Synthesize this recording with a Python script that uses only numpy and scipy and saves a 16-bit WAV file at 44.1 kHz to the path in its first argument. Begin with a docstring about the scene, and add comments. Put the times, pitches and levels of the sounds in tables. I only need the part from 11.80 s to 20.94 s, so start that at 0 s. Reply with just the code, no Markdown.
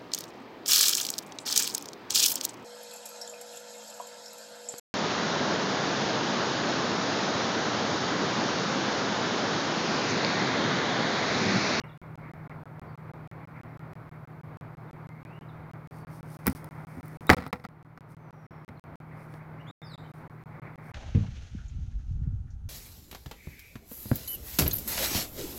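"""A crow flaps onto a plastic planter on a city balcony and pecks at a glass dish standing in it.
Its feet make the planter thud, its beak makes the dish clack, its claws tick and its feathers rustle.
Further off, a small bird whistles between the buildings, over traffic and a machine's hum.
An automatic volume control turns everything down after the hardest knock, and the sound cuts out
in runs of short gaps, about six a second."""
import sys
import numpy as np
from scipy import signal
from scipy.fft import rfft, irfft, next_fast_len
from scipy.io import wavfile
from scipy.ndimage import map_coordinates

SR = 44100
rng = np.random.default_rng(int(sys.argv[2]) if len(sys.argv) > 2 else 0)


def generate_wav(signal):
    """Clip the signal to [-1, 1] and save it as 16-bit WAV at the path in sys.argv[1]."""
    frames = np.transpose(np.atleast_2d(signal))
    scaled = np.clip(frames, -1, 1) * 32767
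    pcm = np.round(scaled).astype(np.int16)
    wavfile.write(sys.argv[1], SR, pcm)


N = 403074

# feet landing or pushing on the planter's rim: (time [s], thud level [dB], contact time [s])
FOOTSTEPS = [(4.672, -13.5, .0009), (4.687, -20, 0.0039), (5.168, -32.5, .0006), (5.18, -31.5, .0005),
             (5.5082, 1.5, .0067)]
# sharp ticks of the claws and the tip of the beak: (time [s], level [dB])
CLAW_TICKS = [(4.668, -11.5), (4.678, -20), (4.683, -30), (4.699, -31.5), (4.8435, -37.5), (5.2573, -45),
              (5.2812, -43.5), (5.4685, -36), (5.526, -13.5), (5.657, -45), (5.677, -34), (5.7325, -34)]
# knocks on the dish, which shake the planter too: (time [s], clack level [dB], thud level [dB])
DISH_KNOCKS = [(4.677, -19.5, -29), (5.4934, -10, -2), (5.5002, 13.5, -4), (5.511, 0.5, 3),
               (5.532, 3, -9.5), (5.583, -17.5, -13), (5.6646, -18, -23), (5.729, -8, -19),
               (5.7975, -35, -47), (5.8494, -21, -35), (6.175, -35.5, -41), (6.888, -34.5, -31.5),
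               (7.539, -37.5, -50)]
# claws skid, or the dish drags over the soil: (time [s], length [s], starting level [dB])
SKIDS = [(4.66, 0.057, -33), (5.503, .06, -3), (5.569, 0.12, -23.5), (5.738, 0.02994, -27.5),
         (5.837, 0.028, -30.5)]
# tones of the planter's walls: (pitch [Hz], relative level [dB], time to fade by 60 dB [s])
PLANTER_TONES = [(80, -6.5, 0.12), (149.2, -2, 0.1), (200.6, 2.5, 0.063), (262, -4, 0.17),
                 (332.5, -10.5, 0.079), (396, -9.5, 0.037)]
# tones of the dish on its bed of soil: (pitch [Hz], relative level [dB], time to fade by 60 dB [s])
DISH_TONES = [(494, -4, 0.17), (620, -10.5, .1), (740, 2, 0.051), (829, -1.5, 0.082), (956, -7.5, 0.09),
              (1121, -12, 0.061), (1263, -11, 0.038), (1353, -12.5, 0.056), (1364, -8.5, .12),
              (1710, -4, 0.017), (2057, -0.5, 0.024), (1942, -1, 0.032), (2280, -14, 0.034),
              (3780, -13, .025), (3990, -18.5, .025), (5315, -14, 0.02)]
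# the crack of each hit: (frequency [Hz], relative level [dB])
CRACK_SPECTRUM = [(200, 6.5), (750, 0), (1380, 4.5), (1650, -6.5), (1950, 3.5), (2300, -2.5), (2800, -13.5),
                  (3900, -15), (5300, -15), (6000, -23.5), (16000, -33)]
# beak and claws scratching hard edges: (frequency [Hz], relative level [dB])
SCRATCH_SPECTRUM = [(1000, -22), (3800, -16), (5000, -6), (5700, -15), (8000, -13), (9000, 0), (11000, -5),
                    (12500, -5), (15000, 3), (16500, -4)]
# feathers brushing each other: (frequency [Hz], relative level [dB])
FEATHER_SPECTRUM = [(1000, -10), (3800, -6), (5200, -0.5), (7500, -7.5), (9000, 0), (12500, -3.5),
                    (15000, -4), (16500, -15.5)]
# the perched crow shifts its feathers: (middle time [s], half width [s], level [dB])
FEATHER_SHUFFLES = [(4.87, 0.11, -72.5), (5.32, 0.43, -67), (5.73, .12, -65), (6.315, 0.026, -63),
                    (7.41, 0.068, -69), (7.54, 0.054, -68), (8.36, 0.087, -73), (9.08, .05, -67)]
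# the small bird's sliding notes: (time [s], length [s], start pitch [Hz], end pitch [Hz], level [dB])
BIRD_NOTES = [(0, 0.054, 2950, 2770, -56.5), (1.055, .07, 4680, 4470, -74), (4.063, 0.27, 4650, 4540, -77),
              (5.467, .03, 3520, 3840, -50), (5.569, .08, 5250, 3730, -48), (6.332, .56, 6340, 5300, -77),
              (6.969, .013, 4200, 4020, -63.5), (7.795, 0.029, 2730, 2920, -55.5),
              (7.864, 0.055, 3130, 3790, -51.5), (7.996, 0.053, 3650, 3600, -56.5),
              (8.032, .04, 5300, 5090, -57), (8.063, .03, 4700, 4900, -51.5),
              (8.087, .072, 4790, 3630, -49.5), (8.237, 0.035, 3135, 3050, -60)]
# its short falling chirps: (time [s], level [dB])
BIRD_CHIRPS = [(.076, -66), (.111, -63), (3.074, -75), (3.683, -61.5)]
# its one long rising note: (time [s], pitch [Hz])
RISING_NOTE = [(3.16, 2056), (3.301, 2080), (3.429, 2250), (3.53, 2740), (3.67, 3220)]
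# the roar of far traffic: (frequency [Hz], relative level [dB])
TRAFFIC_SPECTRUM = [(25, -17), (58, -11), (85, -2.5), (140, 0.5), (180, -4.5), (215, -6), (320, -7.5),
                    (450, -12), (850, -11), (1400, -14.5), (1800, -22), (2250, -23), (2850, -37.5),
                    (4600, -43.5), (7000, -65.5)]
# how that roar swells and sinks: (time [s], level change [dB])
TRAFFIC_SWELL = [(0, -1.2), (1.8, -0.8), (3.1, -2), (4.2, -1.5), (6.1, -.5), (9.1, -2)]
# tyre hiss of the nearer cars: (frequency [Hz], relative level [dB])
TYRE_SPECTRUM = [(700, -12), (1400, -3.5), (2150, 5), (2450, -4), (2900, -23.5), (5000, -34), (7000, -46)]
# surges of that hiss as cars pass: (middle time [s], half width [s], level [dB])
PASSING_CARS = [(0, 0.17, -60), (.55, 0.2, -58), (1.75, 0.21, -58.5), (5.1, 0.59, -64), (7.5, 0.45, -63),
                (8.05, 0.34, -64), (9.0, 0.32, -60.5)]
# the hum of a building's machinery: (pitch [Hz], level [dB])
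HUM_TONES = [(118.4, -52.5), (156.1, -47)]
# how long the balcony echoes: (frequency [Hz], time to fade by 60 dB [s])
BALCONY_ECHO = [(100, 0.22), (1400, 0.45), (4000, 0.11), (14000, 0.31)]
# the microphone's own hiss: (frequency [Hz], relative level [dB])
HISS_SPECTRUM = [(2000, -3.5), (5500, -0.5), (7500, -4), (11000, -0.5), (15400, 3.5), (16100, -14)]
# moments when the sound cuts out: (start time [s], end time [s], short gaps that follow [count])
CUTOUTS = [(.017, .037, 0), (.176, .216, 7), (1.475, 1.514, 7), (2.772, 2.811, 5), (3.914, 3.935, 0),
           (4.074, 4.11, 7), (5.372, 5.408, 7), (6.666, 6.708, 0), (6.848, 6.88, 0), (6.996, 7.04, 0),
           (7.157, 7.202, 0), (7.912, 8.018, 7)]


def crow_hits():
    """The crow's steps mostly thud, its claws mostly tick, and its pecks on the dish mostly clack."""
    out = np.zeros(N)
    for s, db, contact_s in FOOTSTEPS:
        add(out, s, hit(thud_db=db, clack_db=db - 17, tick_db=db - 26.5, contact_s=contact_s))
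    for s, db in CLAW_TICKS:
        add(out, s, hit(thud_db=db - 20.5, clack_db=db - 8.5, tick_db=db))
    for s, db, thud_db in DISH_KNOCKS:
        add(out, s, hit(thud_db=thud_db, clack_db=db, tick_db=db - 21.5))
    return out


def crow_scrapes(spacing_s=0.0055, fade_db=11.5, scatter_db=3):
    """A claw or the dish sticks and slips, making an uneven run of small hits that die away."""
    out = np.zeros(N)
    for s, length, first_db in SKIDS:
        for after in np.arange(0, length, spacing_s):
            db = first_db - fade_db * after / length + scatter_db * rng.standard_normal()
            slip_s = s + after + spacing_s * rng.random()
            add(out, slip_s, hit(thud_db=db - 3, clack_db=db, tick_db=db - 19.5, contact_s=0.0025))
    return out


def hit(thud_db, clack_db, tick_db, contact_s=0.002):
    """One hit makes the planter thud, the dish ring with a crack, and a hard edge tick."""
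    t = np.arange(SR // 4) / SR
    thud = ring(PLANTER_TONES, t, contact_s)
    glass = ring(DISH_TONES, t, contact_s=0)
    crack = burst(CRACK_SPECTRUM, t, rise_s=0.00035, fall_s=0.0033)
    clack = gain_of(-7) * glass + gain_of(-3) * crack
    tick = burst(SCRATCH_SPECTRUM, t, rise_s=0.0008, fall_s=0.0009) / np.sqrt(2)
    return gain_of(thud_db) * thud + gain_of(clack_db) * clack + gain_of(tick_db) * tick


def ring(tones, t, contact_s):
    """A struck object rings with its own fading tones; a long, soft contact wakes only the low ones."""
    hz, db, fade_s = np.transpose(tones)[:, :, None]
    strength = gain_of(db + rng.standard_normal(db.shape))  # no two hits land quite alike
    strength /= (1 + (hz * contact_s) ** 2) ** 2
    sign = (-1) ** np.arange(len(tones))[:, None]  # every other tone starts the opposite way
    fade = np.exp(-np.log(1000) * t / fade_s)
    return (sign * strength * fade * np.sin(2 * np.pi * hz * t)).sum(0) / np.linalg.norm(strength)


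def burst(spectrum, t, rise_s, fall_s):
    """Two surfaces meet with a short puff of noise."""
    shape = (1 - np.exp(-t / rise_s)) * np.exp(-t / fall_s)
    return coloured(rng.standard_normal(len(t)), spectrum) * shape / shape.max()


def crow_feathers(grain_db=2, flutter_db=1):
    """With each wingbeat or shuffle, feathers slide over each other in countless tiny catches."""
    catches = rng.standard_normal(N) * gain_of(grain_db * wobble(620, N) + flutter_db * wobble(28, N))
    return swells(wingbeats() + FEATHER_SHUFFLES) * coloured(catches, FEATHER_SPECTRUM)


def wingbeats(count=4, first_s=4.17, spacing_s=0.185, half_width_s=0.064, first_db=-67, step_db=4.4):
    """Evenly timed braking flaps, each a louder swell than the last as the crow comes closer."""
    return [(first_s + k * spacing_s, half_width_s, first_db + k * step_db) for k in range(count)]


def songbird():
    """A small bird sings sliding notes, short falling chirps and one long rising note."""
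    out = np.zeros(N)
    for s, length, start_hz, end_hz, db in BIRD_NOTES:
        add(out, s, whistle(slide(length, start_hz, end_hz), db))
    for s, db in BIRD_CHIRPS:
        add(out, s, whistle(slide(length_s=0.031, start_hz=4160, end_hz=3370), db))
    times, hz = np.transpose(RISING_NOTE)
    rising_hz = np.interp(np.arange(times[0], times[-1], 1 / SR), times, hz)
    add(out, times[0], whistle(rising_hz, db=-61.5))
    return out


def whistle(hz, db, waver=0.022, flutter_db=3, brightest_db=-46):
    """A whistle with a quick, raspy waver; louder notes carry more overtones and sound brighter."""
    wavering_hz = hz * (1 + waver * wobble(600, len(hz)))
    phase = 2 * np.pi * np.cumsum(wavering_hz) / SR
    overtones = gain_of(-14) * np.sin(2 * phase) + gain_of(-21) * np.sin(3 * phase)
    note = np.sin(phase) + min(gain_of(db - brightest_db), 1) * overtones
    loudness = gain_of(db + flutter_db * wobble(120, len(hz)))
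    return loudness * note * signal.windows.tukey(len(hz), 0.5)


def slide(length_s, start_hz, end_hz):
    """A pitch that moves quickly at first, then settles on its last note."""
    return end_hz + (start_hz - end_hz) * np.linspace(1, 0, int(length_s * SR)) ** 1.5


def far_birds(per_s=40, centre_hz=4300, spread_hz=500):
    """Birds in the trees below give faint sliding chirps at random moments."""
    out, t = np.zeros(N), np.arange(SR // 25) / SR
    for s in np.flatnonzero(rng.random(N) < per_s / SR) / SR:
        pitch, bend, strength = rng.standard_normal(3)
        start_hz = centre_hz + spread_hz * pitch
        chirp = signal.chirp(t, start_hz, t[-1], start_hz + spread_hz * bend)
        add(out, s, gain_of(-79 + 2 * strength) * chirp * np.hanning(len(t)))
    return out


def traffic(level_db=-46, flutter_db=1.39):
    """Many far cars blend into one low roar that slowly swells and sinks."""
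    roar = coloured(rng.standard_normal(N), TRAFFIC_SPECTRUM)
    swell_db = np.interp(np.arange(N) / SR, *np.transpose(TRAFFIC_SWELL))
    return roar * gain_of(level_db + swell_db + flutter_db * wobble(14, N))


def machine_hum(drift_hz=0.907, throb_db=1):
    """A building's machinery hums two low tones that waver in pitch and strength."""
    out = np.zeros(N)
    for hz, db in HUM_TONES:
        phase = 2 * np.pi * np.cumsum(hz + drift_hz * wobble(7, N)) / SR
        out += np.sqrt(2) * gain_of(db + throb_db * wobble(2, N)) * np.sin(phase)
    return out


def tyres(far_db=-68.5, flutter_db=3.6):
    """A brighter hiss of tyres rises whenever a car runs closer."""
    nearness = np.hypot(gain_of(far_db), swells(PASSING_CARS))
    hiss = coloured(rng.standard_normal(N), TYRE_SPECTRUM)
    return hiss * nearness * gain_of(flutter_db * wobble(25, N))


def echoes(x, fade_times, delay_s):
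    """Sound bounces off the walls many times, each frequency fading at its own speed."""
    bounces = rng.standard_normal(SR) * (rng.random(SR) < 0.1) * (np.arange(SR) > delay_s * SR)
    hz, t, bands = signal.stft(bounces, SR, nperseg=256)
    fade = np.exp(-np.log(1000) * t / look_up(fade_times, hz)[:, None])
    tail = signal.istft(bands * fade, SR, nperseg=256)[1]
    return signal.oaconvolve(x, tail / np.linalg.norm(tail))[:N]


def volume_control(x, limit_db=-15, share=0.84, attack_s=0.012, recover_s=0.82):
    """Turns the volume down quickly when the sound is too loud, then lets it creep back."""
    keep = np.exp(-1 / (attack_s * SR))
    power_db = 10 * np.log10(signal.lfilter([1 - keep], [1, -keep], x ** 2) + 1e-12)
    over_db = np.maximum(power_db - limit_db, 1e-6)
    age = np.arange(N) / SR / recover_s
    held_db = np.exp(np.maximum.accumulate(np.log(over_db) + age) - age)  # each peak fades slowly
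    return x * gain_of(-share * held_db)


def dropouts(spacing_s=0.16, gap_s=0.02):
    """1 while sound gets through; 0 in each cutout and in any evenly spaced gaps after it."""
    passed = np.ones(N)
    for start, resume, gaps in CUTOUTS:
        gap_ends = resume + spacing_s * np.arange(1, gaps + 1)
        for off_s, on_s in [(start, resume)] + [(end - gap_s, end) for end in gap_ends]:
            passed[round(off_s * SR):round(on_s * SR)] = 0
    return passed


def gain_of(db):
    """Turns decibels into a number to multiply a sound by."""
    return 10 ** (np.asarray(db) / 20)


def look_up(points, hz):
    """Reads a table at any frequency, joining its rows by straight lines on a musical pitch scale."""
    known_hz, values = np.transpose(points)
    return np.interp(np.log(hz + 1), np.log(known_hz + 1), values)


def add(mix, s, sound):
    """Mixes a sound in, starting at s seconds."""
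    part = mix[max(round(s * SR), 0):][:len(sound)]
    part += sound[:len(part)]


def coloured(x, spectrum):
    """Shapes the lows and highs of x to follow a spectrum, then sets its average power to 1."""
    size = next_fast_len(len(x))
    gains = gain_of(look_up(spectrum, np.fft.rfftfreq(size, 1 / SR)))
    shaped = irfft(rfft(x, size) * gains, size)[:len(x)]
    return shaped / np.sqrt(np.mean(shaped ** 2) + 1e-20)


def wobble(per_s, size):
    """A smooth random curve, mostly between -1 and 1, that takes per_s new values a second."""
    points = rng.standard_normal(4096)
    return map_coordinates(points, [np.arange(size) * per_s / SR], order=2, mode="wrap")


def swells(rows):
    """A loudness curve of bell-shaped bumps: (middle time [s], half width [s], level [dB])."""
    t = np.arange(N) / SR
    return np.sqrt(sum((gain_of(db) * np.exp(-((t - s) / width) ** 2)) ** 2 for s, width, db in rows))


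def scene(bass_cut_hz=62, wall_delay_s=0.034):
    """The crow is close, with little echo; the small birds echo between the buildings."""
    # the crow's hits and scrapes carry no deep bass
    bass_cut = signal.butter(2, bass_cut_hz, "highpass", fs=SR, output="sos")
    crow = signal.sosfilt(bass_cut, crow_hits() + crow_scrapes()) + crow_feathers()
    song = songbird()
    near = crow + gain_of(-27.5) * echoes(crow, BALCONY_ECHO, delay_s=0.004)
    # only the echo of the far birds is heard; every frequency takes 0.49 s to fade
    far = song + gain_of(-4.5) * echoes(song + far_birds(), [(3500, 0.49)], delay_s=0.0039)
    add(far, wall_delay_s, gain_of(-15) * song)  # a building's front repeats each note
    return (near + far + traffic() + machine_hum() + tyres())[None]


def record(dry, hiss_db=-77, ceiling=0.75, treble_cut_hz=16450):
    """Adds microphone hiss, turns down and squashes loud peaks, cuts gaps and trims the top treble."""
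    hiss = gain_of(hiss_db) * coloured(rng.standard_normal(N), HISS_SPECTRUM)
    controlled = volume_control(dry[0] + hiss)
    squashed = ceiling * np.tanh(controlled / ceiling)
    treble_cut = signal.firwin(255, treble_cut_hz, window=("kaiser", 9), fs=SR)
    return signal.oaconvolve(squashed * dropouts(), treble_cut, "same")[None]


dry = scene()
out = record(dry)
generate_wav(out)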